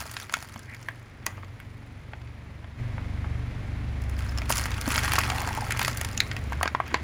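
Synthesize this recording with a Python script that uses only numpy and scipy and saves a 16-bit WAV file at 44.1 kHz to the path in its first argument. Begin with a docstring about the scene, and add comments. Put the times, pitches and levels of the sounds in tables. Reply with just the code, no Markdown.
"""In a garage, an idling car slowly rolls a tire onto a thin plastic bowl of eggs on the concrete,
twice, the second time closer. Shells burst with hollow pops and sharp snaps, and the pieces crunch
under the tread. The bowl knocks and squeaks as it buckles, and wet egg squelches out.
The engine throbs throughout, and a low boom swells as the car creeps forward under load."""
import sys
import numpy as np
from scipy import signal
from scipy.fft import rfft, irfft, next_fast_len
from scipy.io import wavfile
from scipy.ndimage import uniform_filter1d, map_coordinates

SR = 44100
rng = np.random.default_rng(int(sys.argv[2]) if len(sys.argv) > 2 else 0)


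def output_pcm(signal):
    """Save a mono or channel-first signal as 16-bit PCM at the path in sys.argv[1].

    Samples are clipped to [-1, 1] before scaling.
    """
    pcm = np.clip(np.atleast_2d(signal).T, -1, 1) * 32767
    wavfile.write(sys.argv[1], SR, np.round(pcm).astype(np.int16))


N = 310023
TIME = np.arange(N) / SR

# Shells cracking; band_levels explains the last four: start_s, strength_db, bright_db, knock_db, bite_db
SHELL_CRACKS = [(0.0037, -45, 1, 5, 2.5), (0.0225, -50, 2, 9, -8), (0.0553, -51.5, 0.5, 11.5, -2),
                (0.114, -49, 3, 2, -1.5), (0.167, -33.5, -9.5, -7.5, 9), (0.2004, -51, 0, -12, 3.5),
                (0.2958, -38.5, -5.5, -6, -2), (0.3247, -45.5, 1.5, 6, -1.5), (0.3681, -42.5, -1.5, 4, -3),
                (0.4258, -45, 0, 1, -2), (0.56, -44.5, -3.5, 5, -10), (0.593, -59, 3, -4, 0),
                (0.747, -48.5, -1, -15, -1.5), (1.3784, -52, -11, 9.5, -3), (1.432, -48, -15, 5, -8),
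                (1.6014, -43.5, -2.5, -20, -19), (2.134, -39, -16, -1, -3), (2.216, -55, -10.5, -7, 8),
                (2.274, -55, -13, -10, 11), (2.6436, -47, -13, 0, -5), (2.9806, -42, -19, 4.5, -9),
                (3.2439, -44.5, -15, 4, -4), (4.019, -62.5, 3.5, -4, 0), (4.0963, -51, 1, -12, -3),
                (4.19, -43.5, -1, -5, -4), (4.038, -62, 2.5, -1, 2), (4.4179, -36.5, -5, -2, -5),
                (4.4963, -44, 4.5, 8, -1), (4.5029, -29.5, 0.5, 7, -11), (4.5138, -41, 4.5, -12, -5),
                (4.5236, -36, 1.5, -7, 6), (4.5806, -47, 5.5, 4, 6), (4.6117, -40, 1, 4, -6),
                (4.6567, -31.5, -2, -5, -6), (4.8129, -43, 3, -7, 0.5), (4.878, -51, 5, 21.5, 5),
                (4.9657, -35.5, 2, 0, -15), (4.9787, -28, -6, -13, -13), (5.034, -32.5, -2.5, -4, -1),
                (5.1347, -29.5, 1, 2.5, -5), (5.1556, -27.5, -4.5, -5, -1), (5.163, -37, -4, -8, 9.5),
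                (5.1866, -26, -2, -6, 0), (5.1898, -33.5, 2, -2, -9), (5.301, -31, -4, 0, 4.5),
                (5.7071, -27, -2.5, -20, -9), (5.7219, -30.5, -0.5, -13, -3),
                (5.7932, -27.5, -1.5, -2.5, -5.5), (5.8149, -28.5, -2.5, -0.5, -1.5),
                (5.848, -27, -3.5, -26, 1), (5.8798, -29.5, -1, 3, -0.5), (5.9723, -46.5, 4.5, -12, 0.5),
                (6.0127, -31.5, 0.5, -4, -5.5), (6.0475, -35, 0, -2, -1), (6.3143, -32, -8, -24, 4),
                (6.3657, -33, -4, -18, -4.5), (6.53, -35.5, -7, -5, -1)]
# Cracks that also ring, and a few bubbles of air popping in the wet egg. A fade is the time it takes to die
# away by 60 dB: # start_s, pitch_hz, ring_db, fade_s, strength_db, bright_db, knock_db, bite_db
RINGING_POPS = [(0.3393, 1380, -30, 0.025, -27.5, -2, -8, 1.5),
                (0.8861, 1720, -33.5, 0.011, -33, -5, -7, -14),
                (1.2647, 1970, -31, 0.023, -34.5, 2, 4.5, 0.5), (4.293, 5200, -47.5, .02, -48, -4, -2, -2),
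                (4.3756, 5350, -43, .015, -48, -1, 2, 6), (4.385, 5320, -38.5, 0.018, -38.5, -2.5, -1, 1),
                (5.1831, 1100, -23.5, 0.012, -49, -17, 3, -11), (5.4748, 930, -35, .025, -52, 2, 18.5, 9),
                (5.5759, 882, -31, 0.026, -48.5, 2, 0, 1), (6.1763, 6830, -38, .012, -48.5, 3, -5, 12.5),
                (6.2033, 3960, -24.5, 0.0062, -21, -4.5, -25, 1),
                (6.5223, 947, -33.5, 0.013, -40, -3, 0, -8), (6.612, 1088, -28.5, 0.015, -43, -5, 8, -13),
                (6.6303, 1264, -30.5, 0.017, -23, -2.5, -0.5, -6),
                (6.657, 1070, -30.5, 0.021, -31.5, -10, 4, 1),
                (6.677, 1560, -28.5, .009, -32.5, -6.5, -2, 5.5),
                (6.749, 1020, -22.5, 0.014, -31.5, -9, 2, -2),
                (6.8016, 1095, -26.5, 0.013, -32.5, -7, 6, -26), (6.9431, 1010, -21, 0.023, -22, -8, -1, 3)]
# The tone of a crack's five bands, low to high: frequency_hz, level_db
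KNOCK_TONE = [(180, -12.5), (420, -12.5), (650, -3), (1100, -1.5), (1400, -8), (2200, -29), (4000, -82)]
CRACK_TONE = [(700, -21.5), (1100, -9.5), (1450, 0.5), (2150, 2.5), (2700, -6), (3400, -10), (6000, -94)]
SNAP_TONE = [(1700, -52), (2500, 6.5), (3100, 1), (4000, -1), (4800, 0), (5800, -18), (8000, -48)]
SPLINTER_TONE = [(3600, -47.5), (5000, 4), (5800, 3), (7200, 4.5), (8400, -7), (11000, -40)]
TICK_TONE = [(5500, -44), (8000, 2.5), (9500, 3), (14000, 1), (16000, -10.5)]
BANDS = [KNOCK_TONE, CRACK_TONE, SNAP_TONE, SPLINTER_TONE, TICK_TONE]
# The tread rolling off the shells, then on again: time_s, crunch_db, dryness_db
TIRE_ROLLS_OFF = [(0, -39.5, -1), (.06, -49, -1), (.22, -46.5, -1.5), (.29, -55.5, -4), (.37, -50, -1),
                  (.65, -56, -5.5), (.88, -56, -4), (1.15, -64, -7), (1.33, -52.5, -17), (1.6, -69, -1)]
TIRE_ROLLS_ON = [(3.95, -75.5, -8), (4.14, -55, -6), (4.21, -46, -5.5), (4.47, -51, -7), (4.51, -36, 0.5),
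                 (4.62, -37, -1.5), (4.69, -41, -7.5), (4.85, -42, -4.5), (4.889, -31.5, -4),
                 (5.1, -31.5, -5), (5.28, -35, -5.5), (5.66, -42, -3.5), (5.74, -37.5, -11.5),
                 (5.85, -39.5, 1), (5.94, -43.5, -4.5), (6.35, -55, -2), (6.46, -63, 0.5), (6.63, -50, -10),
                 (6.78, -66, -7), (6.9, -41.5, -15.5), (7.03, -58, -14)]
# The tone of wet egg, large pieces and small pieces being crushed: frequency_hz, level_db
SQUASH_TONE = [(200, -4.5), (500, -10.5), (680, -9), (850, -7.5), (1050, -7), (1400, -19), (3000, -35)]
GRIND_TONE = [(700, -30.5), (1100, -4.5), (1450, -2), (2000, -2.5), (2700, -8.5), (3500, -10), (5000, -67),
              (9000, -55)]
CRACKLE_TONE = [(1800, 0), (3200, -15.5), (4300, 5), (5400, 2), (7200, 0.5), (9500, -7), (14000, -37)]
# Dull knocks as the bowl gives way: start_s, pitch_hz, level_db, fade_s
BOWL_KNOCKS = [(0.561, 230, -34.5, 0.065), (1.2645, 377, -35, 0.026), (4.8766, 260, -12.5, 0.036),
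               (6.925, 317, -26.5, .05), (6.9432, 483, -18, 0.017)]
# Rubber squeaking on plastic: start_s, length_s, starting_pitch_hz, level_db
RUBBER_SQUEAKS = [(0.217, 0.022, 3600, -43), (0.675, 0.046, 1863, -42), (0.715, 0.043, 1944, -40)]
# How fast the engine puffs: time_s, rate_hz
ENGINE_SPEED = [(0, 23.5), (2.77, 23.6), (2.8, 23.9), (4.5, 24), (7.03, 24.1)]
# Exhaust strength, stepping up sharply at 2.78 s: time_s, level_db
EXHAUST_LEVEL = [(0, -52.5), (1.5, -44), (2.77, -43.5), (2.79, -33.5), (3.2, -32.5), (4.6, -33.5),
                 (6.55, -37), (6.72, -49), (7.03, -47)]
# The exhaust's hum swelling and fading: time_s, level_db
HUM_SWELL = [(0, -45), (.3, -62.5), (1.6, -56.5), (2.45, -43.5), (2.9, -45), (3.28, -34), (3.6, -49),
             (7.03, -42)]
# Noise from under the hood: time_s, level_db
HOOD_LEVEL = [(0, -54), (2.77, -52), (2.79, -46.5), (6.55, -43.5), (6.7, -47.5), (7.03, -44)]
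# The exhaust's low, middle and high tones: multiple_of_puff_rate, level_db
THROB_HARMONICS = [(1, -6), (2, 2)]
HUM_HARMONICS = [(3, 0.004)]
DRONE_HARMONICS = [(4, -3), (5, -3.5), (6, -21), (7, -15.5), (9, -16.5), (10, -17), (12, -20.5)]
# The tone of the engine's murmur and of its fan: frequency_hz, level_db
MURMUR_TONE = [(30, -29), (60, 3.5), (120, 11), (175, -3.5), (228, 1), (285, -2.5), (420, -9.5),
               (600, -20.5), (1200, -66.5)]
FAN_TONE = [(150, -18.5), (400, -0.5), (600, 1), (1100, -2), (1500, -3), (2100, 0), (2800, -8.5),
            (4000, -13.5), (7000, -23), (10000, -25), (15000, -31), (16200, -50)]
# The boom under load: time_s, pitch_hz, level_db
LOAD_BOOM = [(3.6, 67.5, -48), (3.8, 66.16, -30), (4.37, 66.4, -28.5), (4.5, 66.1, -31),
             (4.85, 68.7, -32.5), (5.3, 72.9, -32.5), (5.52, 71.8, -50), (6, 72.9, -34), (6.22, 74.5, -41),
             (6.6, 74, -26.5), (6.7, 72.6, -35)]
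# How long the garage echoes: frequency_hz, fade_s
ECHO_FADE = [(200, 0.13), (2000, 0.29), (6000, 0.25), (14000, 0.9)]
# What the walls give back: frequency_hz, level_db
WALL_TONE = [(300, -10), (2000, 3), (4000, -0.5), (12000, -9.5)]
# Treble dips made by the microphone's opening: centre_hz, width_hz, gain_db
MIC_DIPS = [(8420, 540, -8), (12060, 880, -15.5)]


def shell_cracks(crack_gain_db=-1.5, ring_gain_db=1.95, early_s=0.0042):
    """Most shells crack dry; in a pop a shell, the bowl or a bubble of air in the egg also rings for a few
    cycles."""
    out, t = np.zeros(N), np.arange(SR // 20) / SR
    for start_s, *blow in SHELL_CRACKS:
        add(out, start_s - early_s, amp(crack_gain_db) * fracture(band_levels(*blow)))
    for start_s, hz, ring_db, fade_s, *blow in RINGING_POPS:
        ring = np.sin(2 * np.pi * hz * t) * amp(-60 * t / fade_s) * (1 - np.exp(-t / 0.00012))
        add(out, start_s, amp(ring_db + ring_gain_db) * unit_hit(ring))
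        crack = fracture(band_levels(*blow), fade_s=0.0093, rise_s=0.00032, lead_db=-23, linger_db=-21)
        add(out, start_s - early_s, amp(crack_gain_db) * crack)
    return out


def band_levels(strength_db, bright_db, knock_db, bite_db):
    """Knock lifts a crack's lowest band. Bright tilts the other four; bite lifts their middle two."""
    upper_db = strength_db + bright_db * np.arange(4) + bite_db * np.array([0, 1, 1, 0])
    return np.r_[strength_db + knock_db, upper_db]


def fracture(levels_db, fade_s=0.011, rise_s=0.00011, lead_db=-17, linger_db=-19):
    """One crack creeps, breaks 4 ms in and dies away; its higher bands linger less."""
    t = np.arange(SR // 20) / SR - 0.004
    after = np.maximum(t, 0)
    tear = amp(-60 * after / (fade_s * amp(2 * rng.standard_normal())))
    linger = amp(linger_db - 60 * after / 0.13)
    lead_in = amp(lead_db) * np.exp(-np.abs(t) / 0.0033)
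    attack = 1 - np.exp(-after / rise_s)
    out = np.zeros(len(t))
    for band, db in enumerate(levels_db):
        shape = (tear + amp(-4 * band) * linger) * attack + lead_in
        burst = coloured(shape * rng.standard_normal(len(t)), BANDS[band], size=1024)
        out += amp(db) * unit_hit(burst)
    return out


def stray_cracks(per_second=18, below_crunch_db=4.5, scatter_db=3, colour_db=7.5):
    """Lesser cracks come at random: louder as the tread presses, brighter when the shells are dry."""
    out = np.zeros(N)
    crunch_db, dry_db = curves(TIRE_ROLLS_OFF + TIRE_ROLLS_ON)
    pressing = crunch_db > -62
    for i in np.flatnonzero((rng.random(N) < per_second / SR) & pressing):
        strength_db = crunch_db[i] - below_crunch_db + scatter_db * rng.uniform(-1, 1)
        levels_db = band_levels(strength_db, bright_db=0.5 + 0.33 * dry_db[i], knock_db=-5, bite_db=0)
        levels_db += colour_db * rng.uniform(-1, 1, len(levels_db))
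        add(out, i / SR, fracture(levels_db, fade_s=0.01))
    return out


def crunch(breaks_per_second=380, spread_db=5, gush_db=5.5):
    """The tread breaks pieces into smaller ones. Dry shell crackles and fizzes; wet egg pops lower."""
    breaks = (rng.random(N) < breaks_per_second / SR) * amp(spread_db * rng.standard_normal(N))
    crunch_db, dry_db = curves(TIRE_ROLLS_OFF + TIRE_ROLLS_ON)
    wet = pings(breaks, low_hz=756, high_hz=1160, cycles=78, range_db=-8)
    large = pings(breaks, low_hz=1176, high_hz=3070, cycles=21, range_db=7)
    small = pings(breaks, low_hz=3280, high_hz=8180, cycles=37, range_db=-4)
    tiny = pings(breaks, low_hz=8500, high_hz=16000, cycles=38, range_db=12)
    squash = fragments(breaks, SQUASH_TONE, wet, fade_s=0.0053, scatter_db=8, fine_gain=1.0)
    grind = fragments(breaks, GRIND_TONE, large, fade_s=0.0084, scatter_db=-5, fine_gain=0.85)
    crackle = fragments(breaks, CRACKLE_TONE, small, fade_s=0.003, scatter_db=0, fine_gain=0.81)
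    fizz = fragments(breaks, TICK_TONE, tiny, fade_s=0.0069, scatter_db=11.5, fine_gain=0.63)
    lows = amp(-7.5 + gush_db * gush()) * squash + amp(-1) * grind
    highs = amp(-2 + dry_db) * crackle + amp(-1.5 + 1.45 * dry_db) * fizz
    return amp(crunch_db) * (lows + highs)


def fragments(breaks, tone, rings, fade_s, scatter_db, fine_gain):
    """Each tiny break is a short burst plus a ringing piece, over a hiss of finer breaks."""
    t = np.arange(SR // 30) / SR
    burst_shape = amp(-60 * t / fade_s) * (1 - np.exp(-t / 0.00036))
    sizes = breaks * amp(scatter_db * rng.standard_normal(N))
    energy = np.abs(signal.fftconvolve(sizes ** 2, burst_shape ** 2)[:N])
    bursts = even_out(coloured(np.sqrt(energy) * rng.standard_normal(N), tone))
    finer = unit(coloured(rng.standard_normal(N), tone))
    return unit(bursts + even_out(coloured(rings, tone)) + fine_gain * finer)


def pings(hits, low_hz, high_hz, cycles, range_db):
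    """Every hit sets a piece or bubble ringing briefly, at its own random pitch and level."""
    starts = np.flatnonzero(hits)
    chance = rng.random((len(starts), 2))
    hz = low_hz * (high_hz / low_hz) ** chance[:, :1]
    size = hits[starts, None] * amp(range_db * chance[:, 1:])
    samples = np.arange(SR // 50)
    turns = hz * samples / SR
    rings = size * np.sin(2 * np.pi * turns) * amp(-60 * turns / cycles) * (1 - np.exp(-2 * turns))
    return np.bincount((starts[:, None] + samples).ravel(), rings.ravel(), N)[:N]  # add them all up


def bubbles(per_second=60, level_db=-39.5):
    """Pockets of air pop through the squelching egg."""
    pops = 1.0 * (rng.random(N) < per_second / SR)
    return amp(level_db) * gush() * unit(pings(pops, low_hz=746, high_hz=1022, cycles=22, range_db=6))


def gush(middle_s=5.47, half_length_s=0.22):
    """How freely egg squelches out as the bowl folds, from 0 to 1."""
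    return np.exp(-((TIME - middle_s) / half_length_s) ** 4)


def bowl(pitch_rise=0.11):
    """The plastic bowl knocks on the floor and squeaks on the rubber, rising as it is stretched."""
    out, t = np.zeros(N), np.arange(SR // 4) / SR
    for start_s, hz, db, fade_s in BOWL_KNOCKS:
        shape = amp(db - 60 * t / fade_s) * (1 - np.exp(-t / 0.0016))
        add(out, start_s, shape * np.sin(2 * np.pi * hz * t))
    for start_s, length_s, hz, db in RUBBER_SQUEAKS:
        progress = np.minimum(t / length_s, 1)
        pitch_hz = hz * (1 + pitch_rise * progress + 0.119 * wobble(880)[:len(t)])
        squeak = np.sin(2 * np.pi * np.cumsum(pitch_hz) / SR)
        add(out, start_s, amp(db) * np.sin(np.pi * progress) * squeak)
    return out


def engine():
    """The exhaust throbs, and a low murmur and the rush of the fan pulse in step with it."""
    turns = np.cumsum(curves(ENGINE_SPEED)[0]) / SR
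    hood_db = curves(HOOD_LEVEL)[0]
    puffs = exhaust(turns)
    pulse = np.cos(2 * np.pi * turns)
    murmur = unit(coloured((1 + 0.2 * pulse) * rng.standard_normal(N), MURMUR_TONE))
    fan_db = hood_db - 1.16 + 0.13 * wobble(4.7)
    fan = unit(coloured((1 + 0.094 * pulse) * rng.standard_normal(N), FAN_TONE))
    return puffs + amp(hood_db + 4.5) * murmur + amp(fan_db) * fan


def exhaust(turns, close_db=-31.5):
    """Puffs make a throb, a hum and a drone; the throb grows most when the car is close."""
    exhaust_db, hum_db = curves(EXHAUST_LEVEL) + curves(HUM_SWELL)
    throb_db = -40.5 + 1.24 * (exhaust_db - close_db)
    throb = amp(throb_db) * harmonics(turns, THROB_HARMONICS, waver_db=0, drift=0.015)
    hum = amp(hum_db) * harmonics(turns, HUM_HARMONICS, waver_db=2.4, drift=0.033)
    drone = amp(exhaust_db - 2) * harmonics(turns, DRONE_HARMONICS, waver_db=2.2, drift=0.051)
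    return throb + hum + drone


def harmonics(turns, tones, waver_db, drift, smear=0.3):
    """Tones that add up to one puff per cycle, smeared by the pipe, each puff a little different."""
    out = np.zeros(N)
    for multiple, db in tones:
        gain = amp(db + waver_db * wobble(7))
        phase = 2 * np.pi * multiple * turns - smear * multiple ** 2 + drift * multiple * wobble(3.9)
        out += gain * np.sin(phase)
    return np.sqrt(2) * out


def boom():
    """An unsteady low boom swells while the car pushes onto the bowl."""
    hz, db = curves(LOAD_BOOM)
    under_load = np.interp(TIME, [3.6, 3.75, 6.65, 6.75], [0, 1, 1, 0])
    phase = 2 * np.pi * np.cumsum(hz + 2.55 * wobble(14)) / SR
    return under_load * amp(db + 0.3 + 1.4 * wobble(12)) * np.sin(phase)


def garage(x, near_db=-12, near_fade_s=0.058, far_db=-14):
    """The wheel arch and floor echo at once; the walls add a faint tail. 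Both come back duller."""
    hz, t, noise = signal.stft(rng.standard_normal(SR // 2), SR, nperseg=256)
    tail = signal.istft(noise * amp(-60 * t / along(ECHO_FADE, hz)[:, None]), SR, nperseg=256)[1]
    t = np.arange(len(tail)) / SR
    near = rng.standard_normal(len(t)) * amp(-60 * t / near_fade_s) * (t > 0.003)
    tail = tail * (t > 0.008)
    echo = amp(near_db) * near / np.linalg.norm(near) + amp(far_db) * tail / np.linalg.norm(tail)
    return x + signal.fftconvolve(x, coloured(echo, WALL_TONE))[:N]


def amp(db):
    """Turn decibels into a number to multiply by."""
    return 10 ** (np.asarray(db) / 20)


def unit(x):
    """Scale a sound to an average (rms) level of 1."""
    return x / np.sqrt(np.mean(x ** 2) + 1e-20)


def unit_hit(x):
    """Give a hit the energy of ten milliseconds at level 1."""
    return x * np.sqrt(SR / 100 / np.sum(x ** 2))


def even_out(x):
    """Flatten slow changes in loudness."""
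    return x / np.sqrt(np.abs(uniform_filter1d(x ** 2, size=3000)) + 1e-9)


def along(points, hz):
    """Read between a table's frequencies, with octaves evenly spaced."""
    known_hz, values = np.transpose(points)
    return np.interp(np.log(hz + 1), np.log(known_hz + 1), values)


def curves(rows):
    """One value per sample for each column after the time."""
    times, *columns = np.transpose(rows)
    return [np.interp(TIME, times, column) for column in columns]


def wobble(per_second):
    """A smooth curve through this many random values a second."""
    knots = rng.standard_normal(int(N * per_second / SR) + 4)
    coarse = TIME[::16]
    return np.interp(TIME, coarse, map_coordinates(knots, [coarse * per_second]))


def coloured(x, tone, size=4096):
    """Filter a sound to the given tone, keeping its attacks sharp."""
    cepstrum = irfft(np.log(amp(along(tone, np.fft.rfftfreq(size, 1 / SR)))))
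    cepstrum[1:size // 2] *= 2  # folded so the filter rings only after a hit, never before
    cepstrum[size // 2 + 1:] = 0
    return signal.fftconvolve(x, irfft(np.exp(rfft(cepstrum))))[:len(x)]


def add(track, start_s, sound):
    """Mix a sound into the track at the given time."""
    start = max(round(start_s * SR), 0)
    track[start:start + len(sound)] += sound[:N - start]


def scene():
    """The crushing close by, the engine behind it."""
    crushing = shell_cracks() + stray_cracks() + crunch() + bubbles() + bowl()
    return (garage(crushing) + engine() + boom())[None]


def record(dry, top_hz=16400):
    """The microphone's opening cuts two dips in the treble; nothing above top_hz gets through."""
    size = next_fast_len(N + SR // 4)
    hz = np.fft.rfftfreq(size, 1 / SR)
    dips_db = sum(db * np.exp(-((hz - centre) / width) ** 2) for centre, width, db in MIC_DIPS)
    return irfft(rfft(dry, size) * amp(dips_db) * (hz < top_hz), size)[:, :N]


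dry = scene()
out = record(dry)
output_pcm(out)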